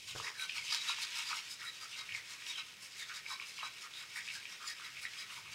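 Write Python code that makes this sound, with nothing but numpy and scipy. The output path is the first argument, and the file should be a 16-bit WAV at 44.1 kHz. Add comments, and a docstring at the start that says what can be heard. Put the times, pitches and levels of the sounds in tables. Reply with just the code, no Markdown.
"""Close by a ceramic bowl of tea in a small quiet room: soft air with a faint hum, froth fizzing, a whisk rubbing.
About six strokes a second: a wave of fine bubbles, a scratch that rings the glaze, a splash, a soft swing back.
Early on the bowl knocks and scuffs on its mat and the table thuds, as it will now and then; bubbles pop, tea gulps.
Then come brief narrow tones, tines squeaking and bubbles sinking in pitch; some tines snap free, and near 0.8 s
the whisk sinks in. Bubbles are sine rings or ringing clicks, tines filtered random clicks, the bowl decaying modes."""
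import sys
import numpy as np
from scipy import signal
from scipy.fft import rfft, irfft, next_fast_len
from scipy.io import wavfile
from scipy.ndimage import uniform_filter1d, map_coordinates

SR = 44100
rng = np.random.default_rng(int(sys.argv[2]) if len(sys.argv) > 2 else 0)


def digitize_waveform(pressure):
    """Quantize a signal to 16-bit integers and store it at the path in sys.argv[1].

    Rows of a 2-D input are taken as channels; values are limited to [-1, 1].
    """
    field = np.atleast_2d(pressure).T
    bounded = np.clip(field, -1, 1)
    quanta = np.round(bounded * 32767).astype(np.int16)
    wavfile.write(sys.argv[1], SR, quanta)


N = 244314
T = np.arange(N) / SR

# Strokes of the whisk over the glaze. All levels are relative, before the mix.
# Each row: time in seconds, scratch level in dB, scratch length in seconds, hiss of the tips in dB,
# push on the bowl in dB, wave ahead in dB, its pitch in Hz, splash in dB, its pitch in Hz, swing back in dB.
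STROKES = [(.098, -50.5, 0.0547, -59.5, -53.5, -62, 2665, -48, 2754, -64),
           (0.182, -51, 0.075, -73.5, -61.5, -71, 2890, -47, 2792, -65),
           (0.261, -49, 0.089, -71.5, -51.5, -75, 2950, -43, 1885, -60.5),
           (0.418, -51, 0.072, -54, -40.5, -53.5, 1616, -52, 2495, -54),
           (0.574, -47.5, .045, -59, -46.5, -48, 2593, -47.5, 2415, -49.5),
           (0.74, -40.5, 0.0663, -56.5, -41, -42, 2691, -46, 2310, -50.5),
           (0.898, -42, 0.0533, -59.5, -48, -59, 2303, -40, 2643, -52.5),
           (1.034, -42, 0.0304, -52.5, -63.5, -48, 2627, -61, 2378, -55),
           (1.187, -44.5, 0.08, -57.5, -65, -47.5, 2955, -43.5, 2574, -49.5),
           (1.303, -46, 0.0462, -64.5, -47, -53, 3120, -44.5, 2386, -61.5),
           (1.369, -47, 0.066, -59, -47, -50, 2319, -47, 2996, -53.5),
           (1.52, -50.5, 0.0553, -57.5, -53, -52.5, 2533, -69.5, 2265, -56),
           (1.661, -57, 0.0725, -61, -51, -54.5, 2016, -49, 2082, -57),
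           (1.835, -57, 0.06, -64.5, -50.5, -57, 2601, -55, 2133, -54),
           (1.993, -51.5, 0.048, -70.5, -45.5, -47.5, 2706, -56, 2448, -63.5),
           (2.162, -53.5, 0.056, -77.5, -56, -46.5, 2389, -57.5, 2135, -69.5),
           (2.317, -54, 0.063, -63.5, -61, -60.5, 2337, -53, 2176, -78),
           (2.498, -49, 0.0675, -62, -57, -57.5, 2422, -47.5, 2457, -64.5),
           (2.584, -57.5, 0.0426, -66, -43.5, -52, 3254, -46.5, 2647, -60),
           (2.848, -54.5, 0.0684, -62, -60, -61, 2145, -56, 2325, -58.5),
           (3.006, -50.5, 0.0665, -60, -65.5, -55.5, 2195, -47, 2028, -55),
           (3.166, -51.5, 0.0542, -66, -51, -50, 2172, -51.5, 2001, -64.5),
           (3.315, -49, 0.077, -65.5, -47, -54, 2324, -56, 2230, -59),
           (3.487, -56.5, 0.065, -62, -60, -49.5, 2586, -54.5, 2260, -53),
           (3.654, -55.5, 0.052, -69, -45.5, -45, 2664, -49.5, 2396, -61.5),
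           (3.831, -55, 0.0503, -69, -62.5, -56.5, 2520, -56, 2060, -69),
           (3.999, -57.5, 0.0675, -65.5, -52.5, -57.5, 3680, -54, 2239, -62.5),
           (4.175, -50.5, 0.0654, -57.5, -53.5, -56, 2798, -44, 2027, -54.5),
           (4.35, -51.5, 0.075, -61, -61.5, -42.5, 2386, -53, 2461, -58.5),
           (4.525, -57.5, 0.0453, -72, -51.5, -54, 2590, -57.5, 2143, -61),
           (4.69, -49, 0.0636, -57.5, -48, -61.5, 2325, -47.5, 2010, -64.5),
           (4.857, -59, 0.0383, -65, -48, -57, 2585, -51.5, 2046, -64.5),
           (5.039, -54.5, 0.0366, -56, -48.5, -58.5, 2323, -50, 2134, -57.5),
           (5.207, -52, 0.0567, -64.5, -48.5, -54, 2359, -49.5, 2121, -59),
           (5.355, -56.5, 0.09, -62.5, -51.5, -52.5, 2534, -57, 2397, -78),
           (5.53, -54.5, 0.034, -67, -50.5, -51.5, 2387, -53, 2483, -62)]
# The bowl meeting its mat. Each row: start in seconds, relative level in dB, contact time in seconds.
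KNOCKS = [(0.1504, -42, 0.00063), (.161, -33.5, 0.0001), (0.173, -54.5, 0.00064)]


def undb(db):
    """Decibels to gain."""
    return 10 ** (np.asarray(db) / 20)


def unit(x):
    """Scale to rms 1."""
    return x / np.sqrt(np.mean(x ** 2) + 1e-18)


def decay(t, t60_s):
    """Exponential decay that has lost 60 dB after t60_s."""
    return np.exp(-np.log(1000) * t / t60_s)


def cut(x, order, edges_hz, kind="high"):
    """Butterworth filter, forward in time."""
    return signal.sosfilt(signal.butter(order, edges_hz, kind, fs=SR, output="sos"), x)


def add(track, s, sound):
    """Mix a sound into the track from time s on."""
    start = int(s * SR)
    first, last = max(start, 0), min(start + len(sound), len(track))
    if last > first:
        track[first:last] += sound[first - start:last - start]


def colour(x, points):
    """Filter by a (Hz, dB) spectrum, keeping the power of a white input."""
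    hz, db = np.transpose(points)
    size = 2 * next_fast_len(N // 2 + SR // 2)
    f = np.maximum(np.fft.rfftfreq(size, 1 / SR), 1)
    gain = unit(undb(np.interp(np.log(f), np.log(hz), db)))
    return irfft(rfft(x, size) * gain)[:N]


def swell(t, length, skew=0):
    """Bell round t = 0, as wide as the length at half height; positive skew shortens the rise."""
    width = length * (1 + np.clip(skew, -.8, .8) * np.sign(t))
    return .5 ** ((2 * t / width) ** 2)


def burst(x, length, skew=0):
    """Shape a sound into one swell round its middle, about rms 1 at the top."""
    t = T[:len(x)]
    shape = swell(t - t.mean(), length, skew)
    return unit(x * shape) * np.sqrt(np.mean(shape ** 2))


def echoes(x, t60_s, wet_db, soft_hz):
    """The sound plus a dense, random, decaying tail of itself, dull above a corner."""
    t = T[:SR // 2]
    tail = rng.standard_normal(len(t)) * decay(t, t60_s)
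    tail = cut(tail / np.linalg.norm(tail), 1, min(soft_hz, SR / 3), "low")
    return x + undb(wet_db) * signal.fftconvolve(x, tail)[:len(x)]


def ringing(modes):
    """Response of (Hz, dB, t60 s) modes to one click: a sum of decaying sines."""
    t = T[:SR // 2]
    return sum(undb(db) * np.sin(2 * np.pi * hz * t) * decay(t, t60) for hz, db, t60 in modes)


def room():
    """The room's air is coloured noise; a steady sine hums faintly under it."""
    # Spectrum of the air. Each row: frequency in Hz, level in dB.
    air_colour = [(20, -58), (28, -45.5), (40, -16), (58, -9), (110, -2.5), (170, -1.5), (280, -6.5),
                  (420, -4), (620, -7), (1500, -9.5), (5000, -9), (15000, -17.5)]
    air_db, hum_hz, hum_db = -64, 118.5, -81.5
    air = undb(air_db) * colour(rng.standard_normal(N), air_colour)
    return air + undb(hum_db) * unit(np.sin(2 * np.pi * hum_hz * T))


def stirring():
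    """Gain of the rub and the froth: it follows the pressure and dips as the whisk turns at the wall."""
    # How hard the whisk is pressed. Each row: time in seconds, relative level of the rubbing in dB.
    pressure = [(0, -50.5), (.35, -55.5), (.66, -44.5), (.8, -42.5), (1.25, -44), (1.5, -52.5), (2.6, -49),
                (2.77, -56), (3.1, -52.5), (3.6, -51.5), (5.15, -50), (5.45, -52.5)]
    turn_lag_s, turn_dip_db, turn_s = 0.0614, -2.5, 0.062
    turning = sum(swell(T - s - turn_lag_s, turn_s) for s, *_ in STROKES)
    return undb(np.interp(T, *np.transpose(pressure)) + turn_dip_db * turning)


def slips(size, per_s=5200, scatter_db=1.0, chatter_db=1.5):
    """Stick-slip clicks of dozens of tines; neighbours catch together for a few milliseconds."""
    clicks = (rng.random(size) < per_s / SR) * rng.choice([-1, 1], size)
    together = unit(uniform_filter1d(rng.standard_normal(size), size=260))
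    scatter = np.clip(rng.standard_normal(size), -2, 2)
    return unit(clicks * undb(scatter_db * scatter + chatter_db * together))


def skim(rub):
    """At first the whisk only skims the tea; the body of the rub comes in as it sinks."""
    skim_hz = 2000  # lower edge while skimming
    middle_s, sinking_s = 0.789, 0.079  # midpoint and length of the sinking
    edge = signal.butter(6, skim_hz, "high", fs=SR, output="sos")
    thin = signal.sosfiltfilt(edge, rub)
    return thin + (rub - thin) * np.clip(.5 + (T - middle_s) / sinking_s, 0, 1)


def scrape(db, length):
    """One sweep of the tines over the glaze: slips with a brief random ring, drawn anew each time."""
    return undb(db) * burst(echoes(slips(SR // 2), t60_s=0.0164, wet_db=-4, soft_hz=8900), length)


def brighten(x, shelf_db, corner_hz=4200):
    """Lift the treble against the body: tines above the tea sound brighter than drowned ones."""
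    f = np.maximum(np.fft.rfftfreq(len(x), 1 / SR), 1)
    tilt = np.tanh(2 * np.log(f / corner_hz))
    return irfft(rfft(x) * undb(shelf_db * tilt), len(x))


def snaps():
    """Bent tines snap free on the hardest strokes: very short bursts of noise."""
    # Each row: time in seconds, relative level in dB.
    snap_rows = [(0.7239, -36.5), (0.727, -34), (.738, -41), (0.747, -31.5), (0.895, -44.5), (.902, -45.5),
                 (1.05, -39.5)]
    out, t = np.zeros(N), T[:SR // 2]
    for s, db in snap_rows:
        noise = rng.standard_normal(len(t))
        add(out, s - t.mean(), undb(db) * burst(noise, length=0.00273, skew=0.27))
    return out


def bowl(push, lowest_hz=750):
    """The bowl rings under the tines, too small to give off bass; the swinging tea bends its pitch."""
    # Modes, damped by the tea and the hand.
    # Each row: frequency in Hz, level in dB before levelling by decay time, time to fall 60 dB in seconds.
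    bowl_modes = [(1130, -12.5, 0.22), (1302.5, -1.5, 0.232), (1521.7, 1.5, 0.15), (2131.6, 6, 0.082),
                  (2260, 5.5, 0.084), (2697, -4, 0.063), (3282, 2.5, 0.061), (3848, 3, 0.083),
                  (3884, 7.5, 0.1), (5069, 6.5, 0.036)]
    detune, swings_per_s = 0.00956, 2.7  # largest pitch bend as a share
    ring = ringing([(hz, db - 10 * np.log10(t60), t60) for hz, db, t60 in bowl_modes])
    ring = cut(ring, 4, lowest_hz)
    out = signal.fftconvolve(push, ring / np.linalg.norm(ring))[:N]
    swing = 2 * np.pi * swings_per_s
    bent_time = T + detune / swing * np.sin(swing * T)
    return map_coordinates(out, [bent_time * SR], mode="nearest")


def whisk(bowl_db=-3.5, rub_push_db=-14):
    """Tines rub throughout, scratch on each stroke and softly on the way back; they also ring the bowl."""
    # Colour of tines rubbing under the tea. Each row: frequency in Hz, level in dB.
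    rub_colour = [(20, -70), (300, -22.5), (720, -35), (950, -12), (1300, -7), (1800, -2.5), (2200, -2.5),
                  (3200, 1), (4400, -5.5), (5200, -4), (8300, -11.5), (15500, -31)]
    # Colour of a tine slipping on the glaze. Each row: frequency in Hz, level in dB.
    tine_colour = [(20, -70), (300, -106), (720, -37.5), (920, -4.5), (1750, -4.5), (2150, -6.5),
                   (3300, 1.5), (4400, 1), (5200, 2), (6100, -4.5), (7200, -6.5), (8700, -13), (12000, -22),
                   (15500, -32.5)]
    # Colour of the hissing tine tips. Each row: frequency in Hz, level in dB.
    tip_colour = [(20, -76.5), (4000, -33.5), (8000, 1.5), (9700, 0.5), (12000, -8), (15500, -12.5)]
    # the tips hiss before the whole whisk bears on the glaze, for a share of the stroke's length
    tips_lead_s, tips_share = .01, 0.853
    return_lag_s, return_s = 0.088, 0.067
    # a light stroke stays above the tea and is bright; a hard one goes deep and is duller
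    neutral_db, dulling_db_per_db = -37, 0.3619

    rub = slips(N) * stirring()
    scratch, tips, push = snaps(), np.zeros(N), rub * undb(rub_push_db)
    t = T[:SR // 2]
    for s, db, length, tips_db, push_db, *_, return_db in STROKES:
        start = s - t.mean()
        stroke = scrape(db, length)
        crisp = slips(len(t), per_s=4100, scatter_db=0.5, chatter_db=2.5)
        hiss = burst(crisp, tips_share * length, skew=0.23)
        add(tips, start - tips_lead_s, undb(tips_db) * hiss)
        add(scratch, start, brighten(stroke, dulling_db_per_db * (neutral_db - db)))
        add(scratch, start + return_lag_s, brighten(scrape(return_db, return_s), shelf_db=2.5))
        add(push, start, stroke * undb(push_db - db))
    rubbing = undb(-3.0) * skim(colour(rub, rub_colour))
    scratching = undb(1.0) * colour(scratch, tine_colour)
    return rubbing + scratching + colour(tips, tip_colour) + undb(bowl_db) * bowl(push)


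def bubble(hz, cycles, glide, rise_cycles):
    """A bubble starts up, rings for some cycles (to -60 dB) and rises in pitch as it nears the surface."""
    turn = np.arange(int(cycles / hz * SR)) * hz / SR
    age = turn / cycles
    shape = decay(age, 1) * (1 - np.exp(-(turn / rise_cycles) ** 2))
    return np.sin(2 * np.pi * turn * (1 + glide * age)) * shape / shape.max()


def fizz(length, hz, count, spread, cycles, sink=0, scatter_db=4.0, edge=.8):
    """A dense run of bubbles of about one size, rms 1; the pitch sinks by a share as they merge and grow."""
    out = np.zeros(int(length * SR))
    draws = np.clip(rng.standard_normal((count, 3)), -2, 2)
    for k, (late, pitch, loud) in enumerate(draws):
        place = (k + late) / count % 1
        bubble_hz = hz * np.exp(spread * pitch - sink * (place - .5))
        ring = bubble(bubble_hz, cycles, glide=0.0533, rise_cycles=0.533)
        add(out, place * length, undb(scatter_db * loud) * ring)
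    # the gaps between the tines limit the bubble size, so little sounds below the cloud's pitch
    return unit(cut(out, 6, edge * hz))


def sloshes():
    """Bubble clouds as (s, dB, length s, Hz): wave, splash and gurgle of each stroke, then the deep gulps."""
    # Gulps where the whisk drags air under.
    # Each row: time in seconds, relative level in dB, bubble pitch in Hz.
    gulp_rows = [(0.276, -50, 1091), (0.901, -47.5, 1316), (1.322, -47.5, 1204), (1.637, -50.5, 1389),
                 (3.115, -48.5, 1446), (3.322, -50, 1100), (3.411, -56, 1190), (3.64, -49, 1146),
                 (3.852, -54.5, 1188), (2.016, -58, 1200), (2.346, -61.5, 1120), (4.02, -56, 1535),
                 (4.634, -49.5, 1295), (4.814, -54.5, 1376), (5.315, -56, 1249), (5.383, -56, 1076),
                 (5.475, -60, 1047)]
    gulp_s = 0.05
    wave_lead_s, wave_s = 0.051, .045
    splash_lag_s, splash_s = .01, .055
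    gurgle_db, gurgle_hz = -13, 1293.4  # level against the push on the bowl
    for s, _, _, _, push_db, wave_db, wave_hz, splash_db, splash_hz, _ in STROKES:
        yield s - wave_lead_s, wave_db, wave_s, wave_hz
        yield s + splash_lag_s, splash_db, splash_s, splash_hz
        yield s + splash_lag_s, push_db + gurgle_db, gulp_s, gurgle_hz
    for s, db, hz in gulp_rows:
        yield s, db, gulp_s, hz


def pop(hz):
    """A big bubble bursts: its skin cracks in a short noise close round its pitch, and the hollow rings."""
    crack_db, crack_t60_s = -2, 0.0217  # level against the ring
    t = T[:SR // 20]
    noise = rng.standard_normal(len(t)) * decay(t, crack_t60_s)
    crack = cut(noise, 2, [hz * 0.882, hz * 1.232], "band")
    out = undb(crack_db) * crack / np.abs(crack).max()
    add(out, 0, bubble(hz, cycles=15.65, glide=0.0081, rise_cycles=2.45))
    return out


def tea():
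    """Froth fizzes all along; each slosh folds in a cloud of bubbles; a few big ones burst on their own."""
    # Single large bubbles bursting.
    # Each row: start in seconds, level in dB before the trim below, pitch in Hz.
    pop_rows = [(.199, -29, 1154), (0.212, -39, 1050), (.269, -25.5, 2157), (.283, -24, 2112),
                (.396, -21.5, 2310), (0.495, -19.5, 2510), (.509, -30, 2710), (.581, -22, 2434),
                (.897, -28.5, 1009), (.983, -33, 1007), (1.311, -29.5, 1064), (1.329, -26, 1245),
                (1.616, -28.5, 2000), (1.63, -32, 2480), (2.091, -28, 2320), (2.122, -26, 2720),
                (2.148, -22, 2254), (2.421, -31, 2450), (2.466, -23, 2940), (2.574, -33, 3110),
                (3.102, -34, 1426), (3.263, -25.5, 2320), (3.314, -31, 1099), (3.398, -25, 2360),
                (3.414, -31, 2700), (3.423, -28.5, 2370), (3.582, -27, 2376), (3.587, -39, 1078),
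                (3.63, -25.5, 1077), (3.937, -32.5, 3560), (3.971, -33.5, 3600), (4.16, -26.5, 1930),
                (4.176, -30.5, 2070), (4.277, -27, 2350), (4.286, -22, 2870), (4.413, -37, 2310),
                (4.427, -35, 2300), (4.454, -26.5, 2470), (4.797, -33, 1207), (4.968, -28.5, 2324),
                (5.052, -23, 1995), (5.065, -26.5, 2076), (5.135, -29.5, 2480), (5.305, -28.5, 2690)]
    froth_db, pop_trim_db = -7, -8.5
    # the bigger and lower the bubbles of a cloud, the fewer: count at a reference pitch
    cloud_count, cloud_hz = 46, 2400
    froth = fizz(N / SR, 2209.9, count=4000, spread=0.109, cycles=44.3, edge=1.0)
    out = undb(froth_db) * stirring() * np.resize(froth, N)
    for s, db, length, hz in sloshes():
        cloud = fizz(2 * length, hz, count=int(cloud_count * hz / cloud_hz), spread=0.0848,
                     cycles=19.4, sink=0.1294, scatter_db=0.5, edge=0.765)
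        add(out, s - length, undb(db) * burst(cloud, length, skew=0.058))
    for s, db, hz in pop_rows:
        add(out, s, undb(db + pop_trim_db) * pop(hz))
    return out


def knocks():
    """The bowl's foot meets the mat; a longer contact gives a duller knock."""
    # What bowl and table ring with.
    # Each row: frequency in Hz, level in dB, time to fall 60 dB in seconds.
    knock_modes = [(131, -14, 0.147), (482, -4.5, 0.113), (761, 1, 0.0376), (1088, 4, 0.021),
                   (1500, 3, 0.0225)]
    out = np.zeros(N)
    for s, db, contact_s in KNOCKS:
        contact = swell(T[:SR // 200] - 2 * contact_s, contact_s)
        knock = np.convolve(contact, ringing(knock_modes))
        add(out, s, undb(db) * knock / np.abs(knock).max())
    return out


def table():
    """The bowl knocks, then its foot scuffs over the straw to rest; the table thuds under working hands."""
    # Colour of the scuff. 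Each row: frequency in Hz, level in dB.
    scuff_colour = [(20, -40), (60, -22), (110, -12.5), (190, -21), (300, 0), (430, 10.5), (700, -3),
                    (1000, 2), (1500, 8), (3000, -33.5)]
    # Soft thuds of the table. Each row: time in seconds, relative level in dB.
    thud_rows = [(.16, -61.5), (.63, -72.5), (2.134, -70.5), (4.363, -73), (4.975, -71.5), (5.38, -75.5),
                 (5.524, -68)]
    # Colour of a thud. Each row: frequency in Hz, level in dB.
    thud_colour = [(20, -55), (50, -22), (75, 7), (120, 11), (200, -1.5), (320, -43), (1000, -60.5)]
    scuff_db, scuff_t60_s, thud_s = -50.5, 0.567, 0.141
    age = np.maximum(T - KNOCKS[0][0], 0)
    scuff_gain = undb(scuff_db) * decay(age, scuff_t60_s) * (age > 0)
    scuff = scuff_gain * colour(rng.standard_normal(N), scuff_colour)
    thud_gain = sum(undb(db) * swell(T - s, thud_s) for s, db in thud_rows)
    return knocks() + scuff + thud_gain * colour(rng.standard_normal(N), thud_colour)


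def narrow_tones():
    """Brief narrow tones, clicks ringing one mode: tines squeak steadily, and bubbles sink in pitch."""
    # Each row: time in seconds, relative level in dB, length in seconds, pitch in Hz,
    # fall of pitch in shares per second (0 for a steady squeak).
    tone_rows = [(0.427, -46.5, 0.0355, 3900, 0), (0.429, -52, 0.062, 2394, 0.36),
                 (.555, -47, 0.104, 2430, 1.5), (0.708, -51, 0.061, 2188, 1.43),
                 (.8, -45.5, 0.058, 3860, 0.077), (1.525, -50, 0.046, 5096, 0.31),
                 (1.685, -46.5, 0.0438, 3908, 0), (1.839, -52, 0.047, 4826, 0.16),
                 (1.843, -55.5, 0.044, 1318, 0), (2.161, -45.5, 0.0585, 2148, 1.25),
                 (2.505, -45, 0.032, 3756, 0.23), (2.57, -46, 0.059, 3113, 1.6),
                 (3.026, -51, 0.064, 3658, 0.64), (3.322, -52, 0.124, 2284, 0.2),
                 (3.964, -50.5, 0.0446, 3780, 0.41), (4.37, -52, 0.056, 1616, 0.39),
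                 (4.98, -51.5, 0.036, 2333, 1.52), (4.684, -50, .039, 7043, 0.75),
                 (5.196, -51.5, .035, 4950, 1.04)]
    ring_t60_s = .035
    out, t = np.zeros(N), T[:SR // 2]
    for s, db, length, hz, fall in tone_rows:
        tone = signal.fftconvolve(slips(len(t)), ringing([(hz, 0, ring_t60_s)]))[:len(t)]
        tone = cut(tone, 2, hz / 2)
        sliding_time = t - fall * (t - t.mean()) ** 2 / 2
        tone = map_coordinates(tone, [sliding_time * SR], mode="nearest")
        add(out, s - t.mean(), undb(db) * burst(tone, length))
    return out


def scene():
    """Whisk, tea and table with the short, soft echoes of mats and paper screens, over air and hum."""
    near = undb(0.5) * whisk() + narrow_tones() + undb(-0.9364) * tea() + table()
    return (echoes(near, t60_s=0.256, wet_db=-6.0, soft_hz=3530) + room())[None]


def record(dry):
    """The recorder cuts the top with a steep low-pass."""
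    top_hz = 15750
    return signal.sosfilt(signal.ellip(10, .2, 70, top_hz, fs=SR, output="sos"), dry)


dry = scene()
out = record(dry)
digitize_waveform(out)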